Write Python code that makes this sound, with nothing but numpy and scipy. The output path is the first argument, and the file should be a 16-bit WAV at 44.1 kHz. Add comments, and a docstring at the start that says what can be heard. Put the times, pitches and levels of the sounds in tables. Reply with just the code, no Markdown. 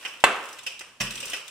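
"""Rolling pin on a kitchen counter

A wooden pin strikes the counter once (wood modes, a swing of the top, noise crack), rolls, is lifted,
lands softly on dough (slow-attack counter modes) and rolls again (grainy noise, rumble).
Loose handles clack and the axle ticks: flurries of contacts excite handle modes and clicks.
Decaying stereo noise is the tiled kitchen's echo; steady noise is the room tone."""
import sys
import numpy as np
from scipy import signal
from scipy.fft import rfft, irfft, next_fast_len
from scipy.io import wavfile
from scipy.ndimage import uniform_filter1d

SR = 44100
rng = np.random.default_rng(int(sys.argv[2]) if len(sys.argv) > 2 else 0)


def master(y):
    """Save y as 16-bit WAV."""
    cut = np.clip(np.atleast_2d(y).T, -1, 1)
    pcm = np.round(cut * 32767)  # scale
    wavfile.write(sys.argv[1], SR, pcm.astype(np.int16))


N = 66150  # samples
T = np.arange(SR // 2) / SR  # s, time axis of one event


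def amp(db):
    """Decibels to gain."""
    return 10 ** (np.asarray(db) / 20)


def unit(x):
    """Scale to rms 1."""
    return x / np.sqrt(np.mean(x ** 2) + 1e-20)


def along(points, hz):
    """Interpolate (f/Hz, value) points on a log frequency axis."""
    f, v = np.transpose(points)
    return np.interp(np.log(hz + 1), np.log(f + 1), v)


def filtered(x, gain):
    """Apply a zero-phase gain(hz) by FFT."""
    n = x.shape[-1]
    m = next_fast_len(n + 8192)
    return irfft(rfft(x, m) * gain(np.fft.rfftfreq(m, 1 / SR)), m)[..., :n]


def coloured(x, points):
    """Filter x through (f/Hz, gain/dB) points."""
    return filtered(x, lambda hz: amp(along(points, hz)))


def noise(points, size):
    """Two independent coloured noises, joint rms 1."""
    return unit(coloured(rng.standard_normal((2, size)), points))


EVEN_HZ = 500  # spectral smoothing width


def evened(x):
    """Random burst with its broad spectrum flattened and its fine detail kept; energy near 1."""
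    z = rfft(x)
    smooth_bins = int(EVEN_HZ * x.shape[1] / SR)
    power = uniform_filter1d(np.abs(z) ** 2, size=smooth_bins, axis=1)
    return irfft(z / np.sqrt(np.abs(power) + 1e-12), x.shape[1])


def fade(t60_s):
    """Exponential decay, 60 dB in t60_s."""
    return amp(-60 * T / t60_s)


SIDE_PHASE_SCATTER_RAD = 0.25


def ring(modes):
    """Damped sine modes as mid and side; the side is near quadrature, leading or lagging at random."""
    draws = rng.standard_normal((len(modes), 2))
    lead = np.sign(draws[:, 0]) * np.pi / 2 + SIDE_PHASE_SCATTER_RAD * draws[:, 1]
    total = np.zeros((2, len(T)))
    for k, (hz, db, t60) in enumerate(modes):
        phase = 2 * np.pi * hz * T
        mid = np.sin(phase)
        side = np.sin(phase + lead[k]) * (1 - np.exp(-2 * hz * T))
        total += (-1) ** k * amp(db) * fade(t60) * np.array([mid, side])
    return total


def add(track, s, sound):
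    """Mix a sound in at time s."""
    part = track[:, round(s * SR):][:, :sound.shape[1]]
    part += sound[:, :part.shape[1]]


# room tone: f/Hz, relative density/dB
AIR = [(20, -0.5), (50, -2), (120, 7), (400, 3), (1000, 2.5), (2800, -6), (5000, -4.5), (9000, -7),
       (15000, -25)]
AIR_DB = -62


def air():
    """Room tone: steady coloured noise."""
    return amp(AIR_DB) * noise(AIR, N)


RUB_GRAIN, RUB_RING_DB = 0.39, -7.5  # grain: sd of log amplitude
RUMBLE_START_S, RUMBLE_END_S, RUMBLE_RELEASE_T60_S, RUMBLE_DB = 1.005, 1.293, 0.24, -56.5
LANDING_ATTACK_S = 0.0046
# handle modes: f/Hz, level/dB, t60/s
HANDLE = [(1060, -32, 0.075), (1512, -8.5, 0.026), (1978, -8, 0.04), (2170, -21.5, 0.0417),
          (2432, -3.5, 0.0277), (2588, -0.5, 0.056), (2800, 0.5, 0.022), (3072, 1.5, 0.024),
          (3522, -13.5, 0.06), (4670, -11.5, 0.021), (5130, -8, 0.059), (5917, -2.5, 0.019),
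          (7330, -12, 0.043), (8400, -9, 0.02)]
# axle rub envelope: t/s, level/dB
ROLL = [(0, -49), (.13, -51), (.23, -56), (.33, -48.5), (.5, -49.5), (.64, -54.5), (.7, -51.5), (.8, -61.5),
        (.88, -60), (1.0, -70), (1.025, -34.5), (1.09, -46.5), (1.2, -45), (1.31, -42), (1.38, -44),
        (1.42, -55), (1.5, -50)]
# axle rub spectrum: f/Hz, relative density/dB
RUB = [(100, -28), (300, 1), (560, 7.5), (800, -2.5), (1120, 8.5), (1350, 3.5), (2100, 2), (2600, 13),
       (3100, 6.5), (4300, 0), (5200, -1.5), (6600, -3.5), (8000, 1), (11000, -7), (15500, -13)]
# pressed dough spectrum: f/Hz, relative density/dB
RUMBLE = [(25, -9), (45, 3), (80, 2), (130, -5), (220, 5.5), (400, 1), (900, -30), (3000, -50)]


def rolling():
    """Axle friction: grainy noise, heard directly and ringing the handles, over a low dough rumble."""
    t = np.arange(N) / SR
    grain_log = np.repeat(rng.standard_normal(N), 64)[:N]  # held for 64 samples
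    grains = rng.standard_normal((2, N)) * np.exp(RUB_GRAIN * grain_log)
    ringing = unit(signal.fftconvolve(grains, ring(HANDLE), axes=1)[:, :N])
    friction = unit(coloured(grains[::-1], RUB))
    rub = amp(np.interp(t, *np.transpose(ROLL))) * (friction + amp(RUB_RING_DB) * ringing)
    attack = np.clip((t - RUMBLE_START_S) / LANDING_ATTACK_S, 0, 1)
    release = amp(-60 * np.maximum(t - RUMBLE_END_S, 0) / RUMBLE_RELEASE_T60_S)
    return rub + amp(RUMBLE_DB) * attack * release * noise(RUMBLE, N)


ROOM_BUILD_S = 0.0044  # time constant
# kitchen decay: f/Hz, t60/s
KITCHEN_T60 = [(100, 0.41), (400, 0.57), (1000, 0.71), (2800, 0.64), (7000, 0.46), (14000, 0.25)]


def room_tail():
    """Diffuse echo of tiles and cupboards: noise with frequency-dependent decay, from near rms 1."""
    hz, t, z = signal.stft(rng.standard_normal((2, len(T))), SR, nperseg=256)
    decay = amp(-60 * t / along(KITCHEN_T60, hz)[:, None])
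    tail = signal.istft(z * decay, SR, nperseg=256)[1]
    return tail[:, :len(T)] * (1 - np.exp(-T / ROOM_BUILD_S))


HANDLE_ECHO_DB = -4
# clatter as the room returns it: f/Hz, gain/dB
HANDLE_ROOM = [(100, -27), (330, -17), (520, -12), (760, -14), (1100, -8.5), (1600, -9), (2150, -8.5),
               (2550, 1.5), (3050, 0.5), (3500, -11.5), (4300, -17.5), (5200, -6), (5900, -7.5),
               (6600, -17.5), (8000, -12.5), (10500, -20), (15000, -32)]


def kitchen_echo(sound, colour):
    """Fresh, dense room tail scaled to a share of one clatter's energy."""
    tail = filtered(room_tail(), lambda hz: amp(along(HANDLE_ROOM, hz) + along(colour, hz)))
    return amp(HANDLE_ECHO_DB) * np.linalg.norm(sound[0]) * tail / np.linalg.norm(tail[0])


LEAD = 256  # samples before the first contact
CONTACTS_PER_S, FIRST_CONTACT_GAIN = 700, 1.06
GRIP_DETUNE = .012  # relative sd: hands shift the ring from flurry to flurry
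CLICK_DB, CLICK_T60_S = -5, .008
# dry contact click: f/Hz, relative density/dB
CLICK = [(100, -23), (350, -9.5), (700, 1.5), (1400, -3), (2800, 9.5), (4200, -3), (8000, -4), (11000, -11),
         (15000, -14)]


def rattle(length_s, colour):
    """Flurry of handle-axle contacts, each a ring plus click; energy of rms 1 over length_s."""
    draws = rng.random((40, 3))
    when = (np.arange(len(draws)) + draws[:, 0] - draws[0, 0]) / CONTACTS_PER_S
    strength = draws[:, 1:].T
    sizes = np.sign(strength - .5) * (.5 + strength) / (1 + (when / length_s) ** 6)
    sizes[:, 0] *= FIRST_CONTACT_GAIN
    index = LEAD + (when * SR).astype(int)
    contacts = evened(np.array([np.bincount(index, size, len(T)) for size in sizes]))

    detune = 1 + GRIP_DETUNE * rng.standard_normal(len(HANDLE))
    gripped = [(hz * d, db, t60) for (hz, db, t60), d in zip(HANDLE, detune)]
    burst = evened(rng.standard_normal((2, len(T))) * fade(CLICK_T60_S))
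    click = coloured(burst[:, :LEAD], CLICK)
    click = np.pad(click, ((0, 0), (0, len(T) - LEAD)))
    contact = unit(ring(gripped)) + amp(CLICK_DB) * unit(click)

    sound = coloured(signal.fftconvolve(contacts[:, :len(T) // 2], contact, axes=1), colour)
    return sound / np.linalg.norm(sound, axis=1, keepdims=True) * np.sqrt(length_s * SR)


BARREL_ATTACK_S, TICK_LENGTH_S = 0.0047, 0.0069
# handle clacks: t/s, level/dB, rattle length/s, barrel note re level/dB, middle gain/dB, treble gain/dB
CLACKS = [(0.028, -47.5, 0.036, -32, 11.5, 1.5), (0.0507, -30, 0.014, -23, 3, -7.5),
          (.078, -44, 0.0081, -16, 13, 17), (0.098, -52, 0.028, -19, -14, -22),
          (.1346, -49, 0.0074, -25, -13, -11), (0.6643, -29, 0.014, -16, -5.5, -2),
          (0.808, -37.5, .009, -14.5, 8.5, 0.5), (1.002, -31.5, 0.011, -26.5, -3, -1),
          (1.007, -24.5, 0.012, -21, 4, 3), (1.068, -35, 0.011, -13, -5, -6),
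          (1.2262, -34.5, 0.011, -5, -4.5, -2), (1.333, -28.5, .015, -14.5, 2.5, -0.5)]
# hollow barrel modes: f/Hz, level/dB, t60/s
BARREL = [(496, -4, 0.096), (533.5, -2, 0.13)]
# axle ticks: t/s, level/dB, treble gain/dB
TICKS = [(0.202, -46, 2), (.454, -47.5, 22), (.488, -45, 8), (0.5279, -43.5, 9), (.587, -39, -3),
         (0.633, -47, 15), (0.7925, -39.5, 6), (1.1066, -34, 2.5), (1.120, -41, 1), (1.154, -36, 6.5),
         (1.177, -37, -4), (1.203, -34, 4.5), (1.2561, -36, 65), (1.279, -38.5, 3), (1.2979, -37, 26),
         (1.317, -38, -9), (1.479, -40, 3)]
# tick colour: f/Hz, gain/dB
TICK_COLOUR = [(400, -23), (1500, 5), (2800, 1), (3800, 17.5), (5000, 4.5), (8000, 12.5), (14000, 10)]
# the clatter carries little bass: f/Hz, gain/dB
HANDLE_LOW_CUT = [(60, -38), (200, -10), (330, 3.5), (480, 0)]


def handles():
    """Loose handles clack and the turning axle ticks: contact flurries with echoes; clacks ring the barrel."""
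    out, flurries = np.zeros((2, N)), []
    for s, db, length, barrel_db, middle_db, treble_db in CLACKS:
        colour = [(1900, middle_db), (2500, 0.0046), (3200, 0), (5000, treble_db)]
        flurries.append((s, db, length, colour))
        add(out, s, amp(db + barrel_db) * ring(BARREL) * (1 - np.exp(-T / BARREL_ATTACK_S)))
    for s, db, treble_db in TICKS:
        colour = [(hz, level + treble_db * (hz > 4400)) for hz, level in TICK_COLOUR]
        flurries.append((s, db, TICK_LENGTH_S, colour))
    for s, db, length, colour in flurries:
        sound = amp(db) * rattle(length, colour)
        add(out, s - LEAD / SR, sound)
        add(out, s + length / 2, kitchen_echo(sound, colour))
    return coloured(out, HANDLE_LOW_CUT)


def kitchen(pair):
    """Room response: the mid signal convolved with a unit-energy tail."""
    tail = room_tail()
    return signal.fftconvolve(pair[:1], tail / np.linalg.norm(tail[0]), axes=1)[:, :N]


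KNOCK_S, WOOD_DB = .2391, -13
PUSH_HZ, PUSH_PEAK_S, PUSH_DB = 846, 0.00054, 0  # first swing; envelope peak time
THUMP_DB, THUMP_TAU_S = -20, .0013  # counter gives under the blow
CRACK_DB, CRACK_T60_S, CRACK_DELAY_S = -10.5, 0.042, 0.000992
KNOCK_ECHO_DB, KNOCK_RING_ECHO_DB = -27.5, -15
# pin and counter modes: f/Hz, level/dB, t60/s
WOOD = [(204.3, -25.5, 0.25), (395, -33, 0.33), (550, -14, 0.16), (720, -21, 0.16), (1064, 1.5, 0.057),
        (1122, -1.5, 0.1), (1200, -11.5, 0.085), (1410, -18, 0.051), (1559, -1, 0.096), (1777, -2.5, 0.073),
        (2024, -4.5, 0.081), (2240, -7.5, 0.046), (2560, -10, .055), (2670, 3, .07), (3003, -3.5, 0.0596),
        (3470, -9, 0.096), (3630, -20, 0.117), (4145, -11, 0.076), (7290, -14, 0.022), (9020, -23, 0.042)]
# splintery contact noise: f/Hz, relative density/dB
CRACK = [(60, -35), (150, -2), (400, 2.5), (1000, 0), (3000, 0), (5000, -12), (6500, -12.5), (7500, -4.5),
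         (9500, -17.5), (13000, -23), (16000, -38.5)]
# counter's radiation into the room: f/Hz, gain/dB
KNOCK_ROOM = [(35, -16), (70, -16.5), (140, -21), (210, -7), (280, -4.5), (390, 1), (600, -2), (850, -1),
              (1200, 2.5), (1600, -2), (2200, -5), (2800, -3.5), (3600, -13.5), (5000, -22), (6600, -22.5),
              (7700, -19.5), (10000, -23), (15000, -40.5)]


def knock():
    """Hard blow: swing and give of the counter top, a noise crack, wood modes and the room's answer."""
    out = np.zeros((2, N))
    swing_envelope = T / PUSH_PEAK_S * np.exp(1 - T / PUSH_PEAK_S)
    push = -amp(PUSH_DB) * swing_envelope * np.sin(2 * np.pi * PUSH_HZ * T)
    push += amp(THUMP_DB) * (1 - T / THUMP_TAU_S / 2) * np.exp(-T / THUMP_TAU_S)
    wood = amp(WOOD_DB) * ring(WOOD) * (1 - np.exp(-T / PUSH_PEAK_S))
    add(out, KNOCK_S, wood + np.outer([1, 0], push))  # push in mid only
    crack = amp(CRACK_DB) * noise(CRACK, len(T)) * fade(CRACK_T60_S)
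    add(out, KNOCK_S + CRACK_DELAY_S, crack)
    out += amp(KNOCK_RING_ECHO_DB) * kitchen(out)
    echo = coloured(room_tail(), KNOCK_ROOM)
    add(out, KNOCK_S, amp(KNOCK_ECHO_DB) * echo / np.std(echo[0, :SR // 6]))
    return out


# soft landings: t/s, level/dB
LANDINGS = [(1.002, -36.5)]
# modes of the counter under the dough: f/Hz, level/dB, t60/s
COUNTER = [(40.3, -6.5, 0.49), (127.8, 1, 0.28), (192, 6, 0.11), (228.6, 0.5, 0.19), (592, -0.5, 0.23),
           (1156, -5, 0.24), (1574, -18, 0.17), (1697, 3.5, 0.12), (1890, 7, 0.11)]


def landings():
    """Dough-cushioned thud: counter modes with a slow attack."""
    out = np.zeros((2, N))
    for s, db in LANDINGS:
        add(out, s, amp(db) * ring(COUNTER) * (1 - np.exp(-T / LANDING_ATTACK_S)))
    return out


# stereo width: f/Hz, side gain/dB
WIDTH = [(60, -21), (380, -14), (700, -10), (1300, -8), (2400, -3.5), (4400, -2.5), (8000, -0.5),
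         (15000, 1.5)]
# stereo balance: f/Hz, left minus right/dB
BALANCE_DB = [(400, 0), (900, -0.5), (1900, -1), (2800, -1.5), (4000, -.5), (5500, 0.1), (9000, -0.5)]


def stereo(pair):
    """Mid/side to left/right: narrow bass, wide treble, mostly slightly right."""
    mid, side = pair[0], coloured(pair[1], WIDTH)
    left_right = np.array([mid + side, mid - side])
    return filtered(left_right, lambda hz: amp(np.outer([.5, -.5], along(BALANCE_DB, hz))))


KNOCK_SIDE_DB, LANDING_SIDE_DB, LANDING_ECHO_DB = -0.5, -23, -6


def scene():
    """Sum pin, handles, counter and room tone; decode to stereo."""
    thud = landings() * amp([[0], [LANDING_SIDE_DB]])
    thud_echo = amp(LANDING_ECHO_DB) * kitchen(thud)
    blow = knock() * amp([[0], [KNOCK_SIDE_DB]])
    return stereo(air() + rolling() + handles() + blow + thud + thud_echo)


TOP_HZ = 15700


def record(dry):
    """Round off peaks near full scale, then low-pass steeply at TOP_HZ."""
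    clipped = dry / (1 + np.abs(dry) ** 8) ** (1 / 8)
    return filtered(clipped, lambda hz: 1 / np.sqrt(1 + (hz / TOP_HZ) ** 160))


dry = scene()
out = record(dry)
master(out)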